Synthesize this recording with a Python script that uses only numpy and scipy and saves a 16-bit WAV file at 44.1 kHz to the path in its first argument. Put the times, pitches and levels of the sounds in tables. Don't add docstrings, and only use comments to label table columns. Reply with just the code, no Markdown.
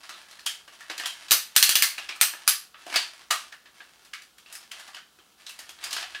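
import sys
import numpy as np
from scipy import signal
from scipy.fft import rfft, irfft
from scipy.io import wavfile
from scipy.ndimage import map_coordinates

SR = 44100
rng = np.random.default_rng(int(sys.argv[2]) if len(sys.argv) > 2 else 0)


def digitize_waveform(pressure):
    field = np.atleast_2d(pressure).T
    bounded = np.clip(field, -1, 1)
    quanta = np.round(bounded * 32767).astype(np.int16)
    wavfile.write(sys.argv[1], SR, quanta)


N = 273420
SIZE = 8192
GRID = np.fft.rfftfreq(SIZE, 1 / SR)


# time in seconds, level in dB before gain_db, then relative to the crack band
# thump in dB, body in dB, treble in dB, and two resonances of the joint in Hz.
TEETH = [(1.309, -16, -14, -14, 0, 3800, 13200), (1.3174, -14.5, -17.5, -6, 3.5, 12900, 4860),
         (1.563, -12.5, -31, -7.5, 2, 13200, 8450), (1.6266, -11, -36.5, -10, -0.5, 4320, 12800),
         (1.692, -16, -24.5, -10, 0.5, 4440, 3200), (1.7546, -14.5, -29, -9.5, 0, 2930, 13800),
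         (1.823, -15.5, -31.5, -2, 1.5, 2130, 4540), (2.212, -15, -23, -4.5, 4, 8440, 13100),
         (2.477, -15.5, -30, -5, 4, 4800, 11300)]
# centre in Hz, width in Hz, lift in dB.
PAWL_MODES = [(4160, 200, 4.1), (6090, 480, 5.9), (8750, 1460, 4), (10740, 1500, 6.6), (13200, 670, 2.1)]
# frequency in Hz, relative level in dB.
SNAP_COLOUR = [(30, -40.5), (150, -20.5), (500, -15.5), (900, -11.5), (1400, -1.5), (4000, 5), (8000, 1.5),
               (12000, -2.5), (15000, 3.5), (16000, -17.5)]
TOOTH_LIFT_DB, TOOTH_ROOM_DB, TOOTH_T60_S = 7.5, 2.5, 0.014
TOOTH_LEAD_S, TOOTH_LEAD_DB = 0.009, -27.5


def ratchet(gain_db=21, push_db=-33, push_s=0.0006, push_per_thump=0.34):
    out = np.zeros(N)
    u = np.arange(SR // 50) / SR / push_s
    push = (1 - u) * np.exp(-u)
    usual_thump_db = np.mean(TEETH, axis=0)[2]
    for s, db, thump_db, body_db, treble_db, hz1, hz2 in TEETH:
        joint_db = part_ring(hz1, TOOTH_LIFT_DB) + part_ring(hz2, TOOTH_LIFT_DB)
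        colour_db = along(SNAP_COLOUR) + lifts(PAWL_MODES) + joint_db
        snap = click(colour_db, thump_db, body_db, treble_db, TOOTH_ROOM_DB, TOOTH_T60_S)
        add(snap, 0, amp(push_db + push_per_thump * (thump_db - usual_thump_db)) * push)
        add(out, s, amp(db + gain_db) * snap)
        catch = knock(thump_db=-15.5, body_db=-8, treble_db=-1, hz=hz1)
        add(out, s - TOOTH_LEAD_S, amp(db + gain_db + TOOTH_LEAD_DB) * catch)
    return out


# time in seconds, level in dB before gain_db, then relative to the
# crack band thump in dB, body in dB, treble in dB, and the part's resonance in Hz.
PANEL_KNOCKS = [(0.093, -39, -6.5, 1.5, -2.5, 1270), (0.125, -37.5, -34, -26, -35, 3990),
                (0.264, -64, -17, 13, -25, 1640), (0.31, -46.5, -15, -5, -2, 4200),
                (0.393, -46.5, -12, -5, -2, 4320), (0.463, -22.5, -30, -11, -1, 3220),
                (0.678, -46, -13, 0, -6, 2960), (0.807, -49.5, -18, 13, 1, 1860),
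                (0.899, -31, -7.5, 0, -9.5, 362), (0.979, -30, -22, -10, -5.5, 1760),
                (0.998, -33.5, -10, 3, -4, 1806), (1.035, -33.5, -14, -2, -12, 3130),
                (1.058, -25, -24, -9.5, -2.5, 3140), (1.219, -46, -30, -7.5, -25, 1360),
                (1.284, -38.5, -31, -7, -7, 3980), (1.981, -29, -18.5, -4.5, -10.5, 2750),
                (2.09, -27, -18.5, -6.5, -15, 2390), (2.158, -56.5, -3, 13, 13, 1310),
                (2.336, -43.5, -3.5, 8, -24, 1740), (2.744, -46.5, -20.5, 3.5, -37, 1300),
                (2.865, -45.5, 12, 3, 0, 705), (2.9, -39.5, -3, -4, -9, 2300),
                (2.925, -35.5, 0, 1, -10, 2200), (2.941, -26.5, -20, -1.5, -10, 2260),
                (2.959, -14.5, -21.5, -9.5, -8, 4580), (3.308, -20.5, -16, 2.5, 1, 1175),
                (3.524, -44.5, -17.5, 8, -6.5, 1800), (3.657, -48, -6, 0, -20.5, 1700),
                (3.804, -46, -11, 3, -25, 1620), (4.049, -52, -13, -18, 0, 1360),
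                (4.135, -35, -49, 2, -6.5, 2130), (4.22, -47.5, -25, -7, -1.5, 1740),
                (4.382, -50.5, -31, -4.5, 0.5, 3300), (4.46, -45.5, -19, -12, -27, 2720),
                (4.526, -46, -25, -4.5, 10.5, 1790), (4.552, -44, -34, 1, 8.5, 5160),
                (4.715, -35.5, -30, -5.5, -4.5, 3120), (4.796, -44.5, -18, 1.5, 0.5, 3700),
                (4.887, -59.5, 2, 14, -26, 760), (4.946, -39.5, -21, -3.5, -6.5, 3040),
                (4.967, -40.5, -20, 1.5, -14, 1520), (5.188, -53.5, -0.5, -2.5, -10, 3100),
                (5.466, -35, -34, -17, -8.5, 3940), (5.493, -41, -18, -6, 3, 2700),
                (5.59, -42.5, -9, 2, 5.5, 1810), (5.692, -41, -16, -5.5, 1, 3310),
                (5.787, -48, -11, 0, -13, 1760), (5.84, -31, -32, -7, -0.5, 4860),
                (5.908, -31, -30, -14, -7, 3000), (5.929, -26.5, -22, -14, -3, 1570),
                (5.965, -27.5, -21, -3.5, -9, 1450), (6.026, -31.5, -18, -1, -12.5, 760),
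                (6.148, -33, -26, -1, -20, 1670)]
KNOCK_LEAD_S, KNOCK_LEAD_DB = 0.0031, -14


def knocks(gain_db=21):
    out = np.zeros(N)
    for s, db, *part in PANEL_KNOCKS:
        clack = amp(db + gain_db) * knock(*part)
        add(out, s - KNOCK_LEAD_S, amp(KNOCK_LEAD_DB) * clack)
        add(out, s, clack)
    return out


# frequency in Hz, relative level in dB.
KNOCK_COLOUR = [(30, -32.5), (150, -21), (500, -5), (900, -3), (1400, 2.5), (4000, 2.5), (7000, -7),
                (11000, -15.5), (14000, -21), (16000, -27)]
KNOCK_LIFT_DB, KNOCK_ROOM_DB, KNOCK_T60_S = 10.5, 2.5, 0.03


def knock(thump_db, body_db, treble_db, hz):
    colour_db = along(KNOCK_COLOUR) + part_ring(hz, KNOCK_LIFT_DB)
    return click(colour_db, thump_db, body_db, treble_db, KNOCK_ROOM_DB, KNOCK_T60_S)


BAND_EDGES_HZ = [150, 800, 2200, 6000, 15000]
# centre in Hz, width in Hz, lift in dB.
SHELL_MODES = [(317, 70, 4.5), (756, 210, 5.5), (1152, 95, 6.5), (1740, 210, 4), (2820, 820, 3.5),
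               (4930, 1400, 1.5)]


def click(colour_db, thump_db, body_db, treble_db, room_db, t60):
    spot_noise = rng.standard_normal(len(GRID))
    spot_db = 1.2 * unit(signal.fftconvolve(spot_noise, np.hanning(45), "same"))
    colour_db = colour_db + lifts(SHELL_MODES) + spot_db
    power = 2 * amp(colour_db) ** 2 / SIZE
    balance = []
    band_levels_db = [thump_db, body_db, 0, treble_db]
    for lo, hi, db in zip(BAND_EDGES_HZ, BAND_EDGES_HZ[1:], band_levels_db):
        band_power = power[(GRID > lo) & (GRID < hi)].sum()
        balance.append((np.sqrt(lo * hi), db - 10 * np.log10(band_power)))
    paths = amp(room_db) * walls()
    add(paths, 0, chatter(t60))
    return signal.fftconvolve(paths, ring(colour_db + along(balance)))


def part_ring(hz, lift_db, least_hz=140, damping=0.05):
    return lifts([(hz, least_hz + damping * hz, lift_db)])


def chatter(t60, rise_s=0.00029, grain_db=2, grains_per_s=1476):
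    t = np.arange(SIZE) / SR
    level_db = grain_db * wobble(grains_per_s, SIZE) - 60 * t / t60
    burst = rng.standard_normal(SIZE) * amp(level_db)
    burst *= 1 - np.exp(-(t / rise_s) ** 2)
    return burst / np.linalg.norm(burst)


def rattle(count=48, crowding=0.41, gain_db=18, scatter_db=2, thump_db=-13, body_db=-2, treble_db=-5,
           colour_scatter_db=2.5, part_hz=2200, spread_octaves=0.9):
    out, gain = np.zeros(N), effort()
    work = np.cumsum(gain ** crowding)
    shares = (np.arange(count) + rng.random(count)) / count
    moments = np.searchsorted(work / work[-1], shares)
    for at, (force, weight, hardness, part) in zip(moments, rng.standard_normal((count, 4))):
        tick = knock(thump_db, body_db + colour_scatter_db * weight,
                     treble_db + colour_scatter_db * hardness, part_hz * 2 ** (spread_octaves * part))
        add(out, at / SR, gain[at] * amp(gain_db + scatter_db * force) * tick)
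    return out


# frequency in Hz, relative level in dB.
RUB_COLOUR = [(120, -51.5), (200, -31), (360, -10.5), (416, -30), (538, -15), (735, -5), (968, -9.5),
              (1400, -4.5), (2290, -6), (3190, -5.5), (3620, -7.5), (5520, -9), (6280, -13), (10300, -16.5),
              (16000, -37.5)]


def rubbing(slips_per_s=350, scatter_db=6, gain_db=-1.5, room_db=2):
    sizes = amp(scatter_db * np.clip(rng.standard_normal(N), -2, 2))
    slips = (rng.random(N) < slips_per_s / SR) * sizes
    ticks = coloured(slips * rng.choice([-1, 1], N), along(RUB_COLOUR))
    heard = ticks + amp(room_db) * signal.fftconvolve(ticks, walls())[:N]
    return amp(gain_db) * effort() * unit(heard)


# start of full grip in seconds, length in seconds,
# effort in dB at the start, swell in dB by the end.
HAND_MOVES = [(0, .6, -50.5, -10), (0.739, .54, -54, 5), (1.46, 0.97, -52.5, 2.5), (2.802, .155, -55.5, 20),
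              (2.982, .26, -44, -12.5), (3.405, .07, -50, -2), (3.758, .3, -58.5, -3.5),
              (4.486, .16, -54.5, -1), (4.752, .15, -51, -0.5), (5.403, .31, -58, 3),
              (5.832, .18, -43.5, 5.5), (6.1, .1, -52.5, 4.5)]
REST_DB = -65.5


def effort():
    return amp(REST_DB) + sum(move(*row) for row in HAND_MOVES)


GRIP_S, RELEASE_DB_PER_S = 0.031, 220


def move(start_s, length_s, db, swell_db):
    t = np.arange(N) / SR - start_s
    grip = np.clip(1 + t / GRIP_S, 0, 1)
    swell = swell_db * np.clip(t / length_s, 0, 1)
    release = RELEASE_DB_PER_S * np.maximum(t - length_s, 0)
    return grip * amp(db + swell - release)


# start of full grip in seconds, length in seconds,
# rumble level in dB at the start, swell in dB by the end.
ARM_LEAN = (5.58, .62, -79, 4)


def leaning():
    colour_db = along([(25, -9.0), (60, 4), (100, 0), (150, -14.5), (400, -50)])
    return move(*ARM_LEAN) * coloured(rng.standard_normal(N), colour_db)


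# frequency in Hz, decay time t60 in seconds.
ROOM_T60 = [(150, 0.099), (400, 0.2), (1000, 0.28), (2800, 0.32), (7000, 0.29), (15000, 0.25)]
# delay in seconds, echo level in dB re the tail.
NEAR_ECHOES = [(.0045, -18.5), (0.0088, -15.5), (0.0148, -12.5), (0.02, -15.5)]


def walls(build_s=0.0018, lumpy_db=0.96, lumps_per_s=601.6):
    hz, t, z = signal.stft(rng.standard_normal(SR // 2), SR, nperseg=256)
    decay = amp(-60 * t / along(ROOM_T60, hz)[:, None])
    tail = signal.istft(z * decay, SR, nperseg=256)[1]
    tail *= 1 - np.exp(-(np.arange(len(tail)) / SR / build_s) ** 2)
    tail *= amp(lumpy_db * wobble(lumps_per_s, len(tail)))
    tail /= np.linalg.norm(tail)
    for delay_s, db in NEAR_ECHOES:
        add(tail, delay_s, amp(db) * chatter(t60=0.012))
    return tail / np.linalg.norm(tail)


# frequency in Hz, relative level in dB.
AIR_COLOUR = [(12, -62.5), (20, -45.5), (55, -3.5), (101, -13), (172, -5.5), (434, -7.5), (472, -6),
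              (660, -13), (738, -3.5), (849, -11), (1440, -4.5), (1960, -25), (3070, -10), (3440, -9.5),
              (16000, -19)]


def still_air(level_db=-62.5):
    return amp(level_db) * coloured(rng.standard_normal(N), along(AIR_COLOUR))


def amp(db):
    return 10 ** (np.asarray(db) / 20)


def unit(x):
    return x / np.sqrt(np.mean(x ** 2) + 1e-20)


def along(points, hz=GRID):
    f, v = np.transpose(points)
    return np.interp(np.log(hz + 1), np.log(f), v)


def lifts(modes):
    return sum(db / (1 + (2 * (GRID - hz) / width) ** 2) for hz, width, db in modes)


def ring(colour_db):
    cepstrum = irfft(np.log(amp(colour_db) + 1e-6))
    cepstrum[1:SIZE // 2] *= 2
    cepstrum[SIZE // 2 + 1:] = 0
    return irfft(np.exp(rfft(cepstrum)))


def coloured(x, colour_db):
    return unit(signal.fftconvolve(x, ring(colour_db))[:N])


def wobble(per_s, size):
    draws = rng.standard_normal(int(size * per_s / SR) + 4)
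    return map_coordinates(draws, [np.arange(size) * per_s / SR])


def add(track, s, x):
    part = track[max(round(s * SR), 0):][:len(x)]
    part += x[:len(part)]


def scene():
    return (ratchet() + knocks() + rattle() + rubbing() + leaning() + still_air())[None]


TOP_HZ = 15900


def record(dry):
    held = dry / (1 + np.abs(dry) ** 6) ** (1 / 6)
    low_pass = signal.firwin(255, TOP_HZ, fs=SR)
    return signal.fftconvolve(held, low_pass[None], mode="same", axes=1)


dry = scene()
out = record(dry)
digitize_waveform(out)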